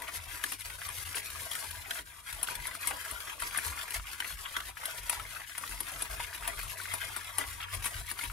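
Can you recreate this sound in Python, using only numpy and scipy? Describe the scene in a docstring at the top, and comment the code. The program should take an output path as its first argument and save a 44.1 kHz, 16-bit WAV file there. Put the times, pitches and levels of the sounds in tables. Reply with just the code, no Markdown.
"""Whisk in a saucepan

A small, quiet kitchen: a wire whisk stirs thin chocolate cream round a steel pan, close to the microphone.
The wires scrape the bottom and clack against the wall: random slips and blows, coloured by steel.
The liquid sloshes, gurgles and plops between them: swarms of ringing bubbles and spatter.
The pan rocks on a cloth-covered table with a low rumble; behind it lie a faint wavering hum and still air."""
import sys
import numpy as np
from scipy import signal
from scipy.fft import rfft, irfft
from scipy.io import wavfile
from scipy.ndimage import uniform_filter1d

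SR = 44100
rng = np.random.default_rng(int(sys.argv[2]) if len(sys.argv) > 2 else 0)


def unload_audio(sound):
    """Save the sound as a 16-bit wav file, at the path given as the first command line argument."""
    columns = np.transpose(np.atleast_2d(sound))
    # keep every value between -1 and 1, then stretch to whole-number steps
    steps = np.round(np.clip(columns, -1, 1) * 32767)
    wavfile.write(sys.argv[1], SR, steps.astype(np.int16))


N = 366912
T = np.arange(N) / SR  # time (s)
# Levels in the event tables are before the gain_db of the layer that plays them.

# sweeps of the whisk through the pan:
# middle t/s, length/s, wires on steel level/dB, surface slosh level/dB, deep gurgle level/dB
SWEEPS = [(0.003, 0.11, -50.5, -48, -45), (0.086, 0.034, -50.5, -44, -52), (0.16, 0.036, -38.5, -45, -70),
          (0.335, 0.12, -48.5, -50, -58), (0.543, 0.27, -45, -68, -70), (0.682, 0.36, -52.5, -61, -71),
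          (0.855, 0.057, -44.5, -53, -51), (1.026, 0.25, -45.5, -53, -63), (1.178, 0.055, -38.5, -52, -62),
          (1.26, 0.042, -45, -62, -58), (1.398, 0.27, -46.5, -70, -81), (1.556, 0.13, -45.5, -51, -70),
          (1.643, 0.026, -43, -59, -42), (1.72, 0.27, -50, -74, -76), (1.972, 0.16, -46, -47.5, -50),
          (2.291, 0.07, -46, -43, -50.5), (2.492, 0.13, -45.5, -45.5, -44.5),
          (2.662, 0.067, -46.5, -45, -44.5), (2.851, 0.18, -48, -43.5, -73),
          (2.927, 0.075, -65, -59, -42.5), (3.084, 0.44, -48.5, -51, -52.5),
          (3.297, 0.065, -51.5, -42.5, -72), (3.437, 0.15, -45, -45.5, -50.5),
          (3.577, 0.12, -47.5, -42, -56), (3.667, 0.09, -42, -57, -47), (3.8, 0.15, -46.5, -45.5, -49),
          (3.947, 0.073, -41, -47, -60), (4.12, 0.27, -52, -51, -74), (4.315, 0.22, -48, -51, -75),
          (4.457, 0.014, -70, -39, -55), (4.564, 0.093, -51, -43, -61), (4.684, 0.051, -45.5, -48, -51.5),
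          (4.874, 0.15, -52, -46.5, -52), (4.985, 0.028, -46, -51, -53), (5.121, 0.13, -44.5, -48, -44.5),
          (5.41, 0.23, -72, -54, -51), (5.694, 0.18, -48, -67, -56), (5.9, 0.15, -48.5, -49.5, -52),
          (6.022, 0.082, -47.5, -45, -55), (6.127, 0.068, -47, -48, -47), (6.227, 0.068, -45.5, -42, -60),
          (6.351, 0.048, -46, -53, -73), (6.476, 0.096, -50, -42.5, -43.5), (6.604, 0.12, -46, -55, -57),
          (6.714, 0.065, -44, -70, -52), (6.834, 0.15, -51, -52, -51), (6.928, 0.089, -47.5, -43, -61),
          (7.03, 0.069, -48.5, -42, -55), (7.144, 0.48, -53.5, -48, -71), (7.403, 0.088, -48, -42.5, -41),
          (7.508, 0.11, -45.5, -69, -60), (7.648, 0.11, -58, -41.5, -51.5), (7.738, 0.053, -43, -50, -48.5),
          (7.854, 0.065, -42, -47, -61), (8.022, 0.25, -46, -48.5, -71), (8.226, 0.084, -46.5, -44.5, -51)]
# lulls, where the whisk eases off and the pan hushes (a negative depth is a lift):
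# middle t/s, length/s, depth for wires and slosh/dB, depth for gurgle/dB
LULLS = [(0.572, 0.038, 15, 19), (0.624, 0.038, 7.5, 15), (0.773, 0.018, 7.5, 11), (1.046, 0.018, 9, 22),
         (2.036, 0.044, 16.5, 19), (2.104, 0.068, 6, 7), (2.225, 0.11, 9, 7), (2.462, 0.026, 7, 19),
         (2.791, 0.034, 8.5, 2), (3.376, 0.041, 10, -4), (3.934, .014, 7, -3), (4.02, 0.06, 3.5, 12),
         (4.175, 0.025, 8, 1), (4.361, 0.039, 8.5, 14), (4.729, 0.058, 10.5, 13), (5.318, 0.05, -3, 9),
         (5.46, 0.037, 4, 33), (5.53, 0.03, 2, 9), (7.01, 0.039, 1, 0), (7.663, 0.037, 10.5, -2),
         (8.04, 0.052, 10, 2.5), (8.09, 0.045, -2, 25), (8.15, 0.036, 5, -1.5)]
# between sweeps the whisk keeps circling: wires, slosh and gurgle (dB)
GLIDE_DB, RIPPLE_DB, SWIRL_DB = -53, -53, -56.5


def stirring(steady_db, order):
    """Gain of a layer (order: 0 wires, 1 slosh, 2 gurgle): steady circling plus sweeps, hushed in the lulls."""
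    power = amp(steady_db) ** 2
    for middle, length, *levels_db in SWEEPS:
        power = power + (amp(levels_db[order]) * swell(middle, length)) ** 2
    hush_db = sum(depths_db[order // 2] * swell(middle, length) for middle, length, *depths_db in LULLS)
    return np.sqrt(power) * amp(-hush_db)


# colour of wires rubbing on steel: f/Hz, relative level per Hz/dB
RUB_COLOUR = [(150, -17), (500, -8.5), (1200, -12.5), (3000, -9.5), (4500, -5), (6800, -5), (8300, -4.5),
              (9350, -0.5), (10100, -1), (11100, 0), (12500, -4), (14500, -13.5), (16000, -23)]


def scrape(pressure, gain_db=-4.0, hiss_db=0.5, flutter_db=3.0):
    """Tiny slips of the wires on steel over a smooth wet hiss, fluttering as wire after wire touches."""
    slips = unit(clicks(per_s=1900, spread_db=4.0))
    hiss = amp(hiss_db) * rng.standard_normal(N)
    flutter = amp(flutter_db * wander(size=600))
    rub = unit(colour(steadied(slips + hiss), RUB_COLOUR) * flutter)
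    return amp(gain_db) * pressure * rub


# colour of wire ticking on wire: f/Hz, relative level per Hz/dB
TICK_COLOUR = [(300, -21), (1000, -8.5), (2000, 5), (3200, 0.5), (4500, -1.5), (6500, -7.5), (10000, -4.5),
               (16000, -9)]


def ticks(gain_db=-4.5, flutter_db=3.5):
    """Crossed wires tick against each other in small dry clumps."""
    grains = steadied(colour(clicks(per_s=480, spread_db=3.0), TICK_COLOUR), size=800)
    clumps = unit(grains * amp(flutter_db * wander(size=300)))
    return amp(gain_db) * stirring(GLIDE_DB, order=0) * clumps


# the bundle of wires hits the wall, levels rms over the attack:
# t/s, wires level/dB, wall level/dB, struck spot f/Hz, hollow knock level/dB, chatter t60/s, base thump level/dB
CLACKS = [(0.02, -38, -42, 2000, -57, 0.039, -79), (0.4382, -31, -28, 1750, -37, 0.025, -47.5),
          (0.52, -34, -36, 2280, -42, 0.11, -51), (0.607, -39.5, -47, 2130, -60, 0.069, -79),
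          (0.888, -40, -43, 2400, -43, 0.034, -58), (1.168, -49, -33.5, 2940, -45, 0.11, -49),
          (1.513, -37, -37.5, 3300, -44, 0.077, -74), (1.552, -37, -35.5, 1900, -64, 0.032, -62),
          (1.708, -37.5, -49, 2560, -46, 0.022, -69), (1.9082, -40, -28, 1640, -65, 0.028, -56),
          (1.989, -53, -39, 1530, -68, 0.044, -52), (2.327, -39, -41.5, 2000, -59, 0.039, -80),
          (2.4295, -24.5, -40.5, 2900, -37.5, 0.06, -56), (2.473, -51, -38, 3060, -64, 0.03, -59),
          (2.552, -36, -38.5, 1920, -50, 0.06, -61), (2.67, -31, -54, 2000, -56, 0.023, -63),
          (2.872, -23, -39, 2180, -40, 0.11, -50), (2.906, -36, -50, 2200, -40, 0.043, -61),
          (3.111, -33.5, -55, 2000, -41, 0.051, -55), (3.4, -39, -42, 1580, -56, 0.031, -62),
          (3.421, -36, -39, 1600, -37, 0.063, -53), (3.574, -27.5, -43, 1620, -39.5, 0.083, -52),
          (3.664, -34.5, -57, 1800, -42, 0.056, -57), (3.906, -37, -42, 2800, -68, 0.04, -58),
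          (3.941, -47, -44, 2070, -57, 0.039, -62), (3.958, -52, -41, 2200, -39.5, 0.12, -64),
          (4.2022, -39, -30.5, 1670, -42.5, 0.018, -58), (4.5658, -50, -29, 1780, -38.5, 0.02, -51),
          (4.603, -52, -37, 1550, -43, 0.026, -71), (4.855, -29, -37.5, 1980, -49, 0.07, -66),
          (5.096, -23.5, -31, 2400, -36, 0.018, -68), (5.5792, -31.5, -42, 1930, -42.5, 0.078, -64),
          (5.693, -41, -55, 2000, -60, 0.025, -55), (5.8042, -28.5, -44, 2500, -42, 0.023, -48.5),
          (5.918, -42, -54, 2500, -60, 0.025, -78), (6.0212, -26, -44, 2620, -44, 0.034, -52),
          (6.195, -42, -44, 2100, -40, 0.045, -71), (6.349, -44, -50, 2300, -60, 0.03, -60),
          (6.476, -27, -42, 2000, -39.5, 0.065, -51), (6.63, -40, -61, 1720, -46, 0.025, -75),
          (6.937, -29, -41, 1900, -33, 0.066, -52), (7.1632, -29.5, -44, 2200, -42, 0.1, -51.5),
          (7.383, -25, -36.5, 1850, -35, 0.057, -48), (7.467, -43, -58, 2200, -60, 0.025, -74),
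          (7.736, -38.5, -57, 3260, -60, 0.12, -66), (7.747, -35, -45, 2200, -43, 0.046, -59),
          (7.843, -51, -35.5, 2400, -42, 0.064, -67), (7.856, -26.5, -38, 1810, -39, 0.15, -52),
          (8.113, -32.5, -41.5, 1700, -41, 0.066, -52.5), (8.189, -60, -39, 2100, -43, 0.053, -63),
          (8.237, -37, -38, 2110, -52, 0.1, -53)]
# ring of the wires: f/Hz, relative level/dB
WIRE_RING = [(1500, -22.5), (4000, -12), (6800, -17), (7700, -7.5), (8030, -3), (8500, -7), (9350, 4),
             (10100, -2.5), (11100, 2.5), (12200, -11.5), (13600, -9), (16000, -20)]
# colour of the struck wall: f/Hz, relative level/dB
WALL_COLOUR = [(100, -40), (500, -19), (1000, -18), (1500, 6.5), (2400, -0.5), (3300, 5.5), (4500, -1.5),
               (8000, -8)]
# colour of the hollow knock: f/Hz, relative level/dB
HOLLOW_COLOUR = [(100, -20), (200, -34), (450, -19), (700, -5), (1000, -6.5), (1250, -3), (1800, -22.5),
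                 (3000, -38)]
# first wire's snap above the chatter (dB)
SNAP_DB = 12
# a faint swell of noise leads into each blow: time constant (s) and level (dB)
LEAD_S, LEAD_DB = .004, -13
# the rest of the bundle lands within (s), this far above the chatter (dB)
IMPACT_S, IMPACT_DB = .0035, 2.5


def clacks(gain_db=-8.0, rattle_db=2.0, pan_db=-5.5, wall_db=0.0, wall_width_hz=500, hollow_db=-7.0, ring_db=16.5):
    """Wires hit the wall and chatter to rest; wires, wall and pan ring. A faint swell of noise leads into each
    blow."""
    out, lead = np.zeros(N), SR // 50
    t = T[:SR // 6] - lead / SR  # zero at the blow
    for s, wires_db, body_db, hz, knock_db, t60, _ in CLACKS:
        chatter = rng.choice([-1, 1], len(t)) * amp(rattle_db * rng.standard_normal(len(t)))
        lead_noise = amp(LEAD_DB) * np.exp(-abs(t) / LEAD_S)
        decay = amp(-60 * abs(t) / max(t60, .01))
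        blow = decay + amp(IMPACT_DB) * np.exp(-(t / IMPACT_S) ** 2)
        force = chatter * np.where(t < 0, lead_noise, blow)
        force[lead] += amp(SNAP_DB)  # the first wire lands
        wires = colour(force, WIRE_RING)
        slap = unit(colour(force, WALL_COLOUR))
        knock = unit(colour(force, HOLLOW_COLOUR))
        body = slap + amp(wall_db) * unit(resonate(slap, hz, wall_width_hz))
        hollow = knock + amp(ring_db) * unit(pan(knock))
        for part, db in (wires, wires_db + gain_db), (body, body_db + pan_db), (hollow, knock_db + hollow_db):
            attack_rms = np.std(part[lead:][:SR // 100])
            add(out, s + t[0], amp(db) * part / attack_rms)
    return out


# colour of the jolted base: f/Hz, relative level/dB
BASE_COLOUR = [(80, -21), (200, 5.5), (300, 10), (480, 1.5), (900, -23), (2000, -56)]


def thumps(gain_db=-8.0, ring_db=-5.5, fade_s=0.02, rise_s=0.0023):
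    """Each clack also jolts the pan's base: a dull puff and the two lowest resonances."""
    out, t = np.zeros(N), T[:SR // 8]
    for s, *_, db in CLACKS:
        puff = unit(colour(rng.standard_normal(len(t)), BASE_COLOUR))
        ring = unit(sum(np.sin(2 * np.pi * (hz * t + rng.random())) for hz, _, _ in PAN_RING[:2]))
        envelope = np.minimum(t / rise_s, 1) * np.exp(-t / fade_s)
        thump = (puff + amp(ring_db) * ring) * envelope
        add(out, s, amp(db + gain_db) * thump / np.std(thump[:SR // 32]))
    return out


# colour of spatter and splash: f/Hz, relative level per Hz/dB
WET_COLOUR = [(100, -23), (500, -19.5), (1000, -6), (1600, 1.5), (2300, 0.5), (3300, -6), (4500, -17.5),
              (8000, -24)]


def slosh(gain_db=-3.0, spatter_db=-1.5, body_db=0.5, squelch_db=-2.5, pocket_hz=2000, roam_octaves=0.445,
          pocket_width_hz=420):
    """Bubbles and spatter in quick splats ring the pan and the ever-changing hollow behind the wires."""
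    froth = bubbles(low_hz=1140, high_hz=3670, per_s=900, cycles=2.74, spread_db=3.5)
    spatter = unit(colour(clicks(per_s=2000, spread_db=4.0), WET_COLOUR))
    liquid = unit(froth + amp(spatter_db) * spatter)
    pocket = pocket_hz * 2 ** (roam_octaves * np.clip(wander(size=700), -2, 2))
    once = resonate(liquid, pocket, pocket_width_hz)
    squelch = steadied(unit(resonate(once, pocket, pocket_width_hz)), size=700)
    wet = liquid + amp(body_db) * unit(pan(liquid)) + amp(squelch_db) * squelch
    return amp(gain_db) * stirring(RIPPLE_DB, order=1) * splats() * steadied(wet)


# splats: rate (per s), decay time constant (s), burst height over a steady gain of 1, spread of sizes (dB)
SPLATS_PER_S, SPLAT_S, SPLAT_DEPTH, SPLAT_SPREAD_DB = 44, 0.015, 2.07, -2


def splats():
    """A gain, evened out slowly, that jumps as a wire breaks the surface and sinks soon after."""
    breaks = abs(clicks(SPLATS_PER_S, SPLAT_SPREAD_DB))
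    bursts = signal.lfilter([1], [1, -np.exp(-1 / (SR * SPLAT_S))], breaks)
    return steadied(1 + SPLAT_DEPTH * bursts, size=2600)


# colour of the deeper folds of liquid: f/Hz, relative level per Hz/dB
DEEP_COLOUR = [(100, 1.5), (210, -12), (300, -10), (480, -2.5), (650, -7.5), (950, -6.5), (1400, -14),
               (3000, -37)]


def gurgle(gain_db=-5.5, wash_db=0.0, body_db=12.5, uneven_db=5.5):
    """Larger bubbles and the wash of the liquid folding over, heard in the pan."""
    folds = unit(amp(uneven_db * np.tanh(wander(size=1200))))  # the liquid opens and closes by turns
    pockets = bubbles(low_hz=635.0, high_hz=1089, per_s=260, cycles=4.2, spread_db=6.5)
    wash = unit(colour(clicks(per_s=450, spread_db=3.0), DEEP_COLOUR))
    liquid = unit(pockets + amp(wash_db) * wash)
    in_pan = steadied(liquid + amp(body_db) * unit(pan(liquid)))
    return amp(gain_db) * folds * stirring(SWIRL_DB, order=2) * in_pan


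# pockets of air close in the liquid: t/s, peak level/dB, f/Hz, ring/cycles
PLOPS = [(0.08, -23.5, 3160, 3.4), (.346, -26, 1990, 2.5), (0.702, -27, 2110, 3.5),
         (0.817, -20.5, 1590, 3.4), (1.146, -18, 2250, 2.3), (1.396, -30.5, 2090, 2),
         (1.858, -27.5, 2330, 3), (1.956, -28, 1600, 4), (2.486, -17.5, 1450, 2), (2.654, -20, 2050, 3),
         (2.712, -23.5, 1985, 9.9), (2.751, -24.5, 1270, 2), (2.909, -17.5, 790, 7.6),
         (3.059, -26, 1330, 3), (3.509, -26, 2300, 9), (3.547, -20, 1150, 7.3), (3.586, -16.5, 1720, 2.9),
         (3.776, -28, 2120, 3.6), (3.881, -28, 1650, 3.3), (3.941, -21.5, 2070, 6.1),
         (3.997, -25.5, 1260, 2.7), (4.223, -19.5, 1900, 3.1), (4.245, -19.5, 2000, 5),
         (4.305, -25.5, 1540, 2.8), (4.77, -26.5, 1710, 6.3), (5.131, -21.5, 900, 2.4),
         (5.197, -22, 1295, 7), (5.417, -27, 2040, 3.3), (5.496, -28, 1740, 2.4), (5.551, -23, 2030, 4),
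         (5.637, -22, 1146, 4.2), (5.713, -26, 1530, 3), (6.2, -20, 947, 12), (6.329, -23.5, 1530, 2),
         (6.424, -26, 1280, 3.6), (6.453, -22.5, 2570, 4), (6.592, -20, 1590, 3.1), (6.742, -37, 2630, 4),
         (6.772, -28, 2000, 1.8), (6.8, -24, 1460, 3), (6.855, -20.5, 1620, 4), (7.011, -26.5, 2050, 4.6),
         (7.08, -31, 2060, 3), (7.439, -21.5, 2060, 5.1), (7.628, -23.5, 3000, 4), (8.192, -23, 1400, 4.7),
         (8.211, -21, 2100, 6.8), (8.299, -24.5, 1370, 4)]


def plops(gain_db=-7.5, splash_db=-1.5, splash_s=0.0063):
    """A larger pocket closes: one ringing bubble inside a short splash."""
    out, t = np.zeros(N), T[:SR // 16]
    for s, db, hz, cycles in PLOPS:
        splash = colour(rng.standard_normal(len(t)) * np.exp(-t / splash_s), WET_COLOUR)
        sound = unit(bubble(hz, cycles, rise=0.018)) + amp(splash_db) * unit(splash)
        add(out, s, amp(db + gain_db) * sound / abs(sound).max())
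    return out


def bubbles(low_hz, high_hz, per_s, cycles, spread_db, count=32):
    """A swarm of short bubbles whose pitches span a range in equal ratios."""
    swarm = np.zeros(N)
    for hz in np.geomspace(low_hz, high_hz, count):
        starts = clicks(per_s / count, spread_db)
        swarm += signal.oaconvolve(starts, bubble(hz, cycles, rise=0.091))[:N] * np.sqrt(hz)
    return unit(swarm)


def bubble(hz, cycles, rise):
    """A pocket of air rings for a few cycles, rising in pitch as it nears the surface."""
    t = T[:SR // 16]
    age = t * hz / cycles
    pitch = hz * (1 + rise * np.tanh(age / 2))
    envelope = np.exp(-age) * (1 - np.exp(-2 * t * hz))
    return np.sin(2 * np.pi * np.cumsum(pitch) / SR) * envelope


# resonances of the filled pan: f/Hz, width/Hz, relative level/dB
PAN_RING = [(293, 33, 1.5), (412, 15, -2.5), (669, 58, 2), (760, 30, -28), (977, 34, 10.5), (1142, 122, 7),
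            (1423, 175, 2), (1647, 45, 5.5), (2040, 140, 6), (2450, 98, 3.5), (3230, 190, 5.5),
            (3220, 320, -31)]


def pan(x):
    """The damped resonances of the pan with liquid in it."""
    return sum(amp(db) * signal.lfilter(*signal.iirpeak(hz, hz / width, SR), x) for hz, width, db in PAN_RING)


def lifted(x, edge_hz=850, share=0.75):
    """In a lull the whisk rides high, so the low body sinks by a share of the gurgle's depth."""
    body = signal.sosfiltfilt(signal.butter(3, edge_hz, fs=SR, output="sos"), x)
    depth_db = sum(depth * swell(middle, length) for middle, length, _, depth in LULLS)
    return x - body * (1 - amp(-share * depth_db))


# echoes between the pan's walls: decay for clacks and plops (s), level for plops (dB)
CLACK_ECHO_S, PLOP_ECHO_DB = .004, -4


def stirred_echoes(x, gain_db, decay_s, size=4096):
    """Quick echoes between the pan's walls; their paths keep changing as the whisk circles."""
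    out, t = np.zeros(N), T[:SR // 40]
    window = signal.windows.cosine(size)
    for start in range(0, N, size // 2):
        piece = x[start:start + size]
        paths = rng.standard_normal(len(t)) * np.exp(-t / decay_s) * (t > .0001)
        paths = paths / np.linalg.norm(paths)
        add(out, start / SR, signal.fftconvolve(piece * window[:len(piece)], paths))
    return amp(gain_db) * out


# the whisk shoves the pan on the table:
# start t/s, hold from the start/s, level/dB, pitch of the low tone f/Hz; near 0.9-1.7 s it is the faint hum
SHOVES = [(0.157, 0.027, -50.5, 71), (0.262, 0.079, -53, 40.7), (0.641, 0.055, -53, 52),
          (0.853, 0.037, -52, 90.5), (0.953, 0.11, -53.5, 81.2), (1.287, 0.15, -54.5, 77.3),
          (1.657, 0.13, -53.5, 82.3), (1.964, 0.031, -57, 51), (2.315, 0.044, -52.5, 45.4),
          (2.554, 0.063, -48, 40.8), (2.886, 0.017, -52, 59), (3.102, 0.022, -51, 60),
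          (3.413, 0.026, -49, 42.7), (3.647, 0.058, -47.5, 76), (3.945, 0.041, -45, 52.8),
          (4.3, 0.039, -47.5, 45.7), (4.565, 0.1, -56, 54.2), (4.983, 0.068, -52.5, 44),
          (5.163, 0.078, -50, 44), (5.686, 0.072, -50, 43.2), (5.922, 0.029, -47.5, 49.6),
          (6.089, 0.11, -48, 51.3), (6.35, 0.13, -49.5, 43.7), (6.555, 0.12, -48.5, 42.6),
          (7.013, 0.045, -53, 46), (7.25, 0.031, -58, 60), (7.431, 0.13, -53, 51.3),
          (7.724, 0.071, -46, 46.8), (7.935, 0.067, -44.5, 48), (8.229, 0.089, -46.5, 46.7)]
# colour of the table's boom: f/Hz, relative level per Hz/dB
TABLE_COLOUR = [(15, -65), (31, -32.5), (38, -1), (52, -4.5), (68, -8), (82, -3.5), (100, -14.5),
                (125, -14.5), (200, -31.5), (400, -35), (1000, -103)]
SHOVE_RISE_S, SHOVE_FADE_S, RESTING_DB = 0.02, 0.059, -60.5  # resting level is that of the boom


def rumble(gain_db=-2.0, tone_db=4.0, sway=0.13):
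    """Low swells that rise, hold and fade: a tone of unsteady pitch over the soft boom of the table."""
    power, tone, t = np.full(N, amp(RESTING_DB) ** 2), np.zeros(N), T[:SR // 2]
    pace = 1 + sway * wander(size=900)
    for s, hold, db, hz in SHOVES:
        fade = np.exp(-np.maximum(t - hold, 0) / SHOVE_FADE_S)
        push = amp(db) * np.minimum(t / SHOVE_RISE_S, 1) * fade
        turns = np.cumsum(hz * np.interp(s + t, T, pace)) / SR
        add(power, s, push ** 2)
        add(tone, s, push * np.sin(2 * np.pi * turns))
    boom = steadied(colour(rng.standard_normal(N), TABLE_COLOUR, size=16384), size=2000)
    return amp(gain_db) * np.sqrt(power) * boom + amp(tone_db) * tone


# faint low hum: t/s, level/dB
HUM_LEVEL = [(0, -69), (.7, -62.5), (1.1, -54), (1.5, -69), (2.2, -72), (6.72, -68), (6.83, -55),
             (7.13, -54), (7.22, -70), (7.3, -61.5), (7.77, -51), (7.9, -62), (8.32, -56)]


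def hum(gain_db=0.5, hz=94.3):
    """A faint low tone that wavers in pitch and comes and goes."""
    pitch = hz * (1 + .04 * wander(size=3000))
    flutter = amp(3.5 * wander(size=2500))
    return amp(gain_db) * level(HUM_LEVEL) * flutter * np.sin(2 * np.pi * np.cumsum(pitch) / SR)


# reverberation of the kitchen: f/Hz, t60/s
KITCHEN_DECAY = [(200, 0.32), (1500, 0.048), (6000, 0.087), (15000, 0.044)]


def kitchen(x, gain_db):
    """The room's short tail, dying at a pace that depends on pitch and slowest in the bass."""
    t = T[:SR // 2]
    late_noise = rng.standard_normal(len(t)) * (t > .007)
    hz, age, z = signal.stft(late_noise, SR, nperseg=256)
    decay = amp(-60 * age / read(KITCHEN_DECAY, hz)[:, None])
    tail = signal.istft(z * decay, SR, nperseg=256)[1][:len(t)]
    return amp(gain_db) * signal.oaconvolve(x, tail / np.linalg.norm(tail))[:N]


# colour of the still room: f/Hz, relative level per Hz/dB
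AIR_COLOUR = [(20, -9), (60, 17), (150, 13), (400, -29), (1000, -29), (4000, -8), (16000, -36)]


def air(gain_db):
    """The still room: steady coloured noise."""
    return amp(gain_db) * unit(colour(rng.standard_normal(N), AIR_COLOUR))


def amp(db):
    """Decibels to gain."""
    return 10 ** (np.asarray(db) / 20)


def unit(x):
    """Scales to rms 1."""
    return x / np.sqrt(np.mean(x ** 2) + 1e-20)


def level(curve):
    """Gain at every sample from rows (s, dB)."""
    return amp(np.interp(T, *np.transpose(curve)))


def read(points, hz):
    """Reads a table on a log-frequency axis."""
    f, value = np.transpose(points)
    return np.interp(np.log(hz + 1), np.log(f + 1), value)


def add(mix, s, sound):
    """Mixes a sound in at time s."""
    part = mix[max(round(s * SR), 0):][:len(sound)]
    part += sound[:len(part)]


def colour(x, points, size=4096):
    """Causal (minimum-phase) filter with the given spectrum, so that attacks stay sharp."""
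    log_gain = np.log(amp(read(points, abs(np.fft.fftfreq(size, 1 / SR)))))
    taps = np.fft.ifft(np.exp(np.conj(signal.hilbert(log_gain)))).real
    return signal.fftconvolve(x, taps[:size // 2])[:len(x)]


def clicks(per_s, spread_db):
    """A random train of clicks of either sign, their sizes in dB spread exponentially."""
    chance = rng.random(N)
    size = np.minimum(rng.exponential(1, N), 4)
    sign = rng.choice([-1, 1], N)
    return (chance < per_s / SR) * sign * amp(spread_db * size)


def steadied(x, size=1500):
    """Evens out the slow level of a texture and keeps its grain."""
    power = uniform_filter1d(uniform_filter1d(x ** 2, size), size)
    return x / np.sqrt(abs(power) + 1e-12)


def swell(middle, length):
    """A smooth bell from 0 to 1 and back, as the hand speeds up and slows."""
    return np.exp(-np.minimum((2 * (T - middle) / length) ** 2, 20))


def wander(size):
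    """Smooth chance of rms 1 that changes over about size samples."""
    return unit(uniform_filter1d(uniform_filter1d(rng.standard_normal(N), size), size // 2))


def resonate(x, hz, width):
    """A resonance of gain 1 that follows a fixed or moving pitch."""
    turn = np.exp(2j * np.pi * np.cumsum(hz * np.ones(len(x))) / SR)
    r = np.exp(-np.pi * width / SR)
    return 2 * (turn * signal.lfilter([1 - r], [1, -r], x / turn)).real


def scene(air_db=-70.5, own_db=0.0, rub_echo_db=0.0):
    """Whisk and liquid with their echoes, over the table's rumble and the still room."""
    pressure = stirring(GLIDE_DB, order=0)
    rub, liquid = scrape(pressure) + ticks(), slosh() + gurgle()
    hits, pops = clacks(), plops()
    low, jolts = rumble() + hum(), thumps()
    sides = []
    for _ in range(2):
        stir = rub + amp(own_db) * scrape(pressure) + liquid  # each side also faces wires of its own
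        stir_echoes = stirred_echoes(liquid + amp(rub_echo_db) * rub, gain_db=4.0, decay_s=0.0059)
        hit_echoes = stirred_echoes(hits, gain_db=2.5, decay_s=CLACK_ECHO_S)
        pop_echoes = stirred_echoes(pops, gain_db=PLOP_ECHO_DB, decay_s=CLACK_ECHO_S)
        whisk = lifted(stir + stir_echoes) + hits + pops + hit_echoes + pop_echoes + jolts
        room = kitchen(whisk, gain_db=-17.5) + kitchen(low, gain_db=-20.5)
        sides.append(whisk + low + room + air(air_db))
    return np.array(sides)


# unlike colour of the two microphone ports: f/Hz, left minus right level/dB
PORT_LEAN = [(40, 1.5), (130, 6.5), (300, 4), (700, 3.5), (950, 2.5), (1300, 6), (2100, 3), (3200, 3.5),
             (4200, 1.5), (7000, 1), (8200, -3.5), (9400, 12), (10200, 15.5), (11000, 6), (13500, 9),
             (16000, -7)]
EDGE_HZ = 15750  # upper band limit


def record(dry, lag_s=.000015):
    """Two microphone ports of unlike colour, the right a little later, then the band limit."""
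    hz = np.fft.rfftfreq(N, 1 / SR)
    lean = amp(read(PORT_LEAN, hz))
    lag = np.exp(-2j * np.pi * hz * lag_s)
    ports = np.array([lean, lag]) * 2 / (1 + lean)
    heard = irfft(rfft(dry) * ports, N)
    lowpass = signal.firwin(301, EDGE_HZ, window=("kaiser", 9), fs=SR)
    return signal.oaconvolve(heard, lowpass[None], "same")


dry = scene()
out = record(dry)
unload_audio(out)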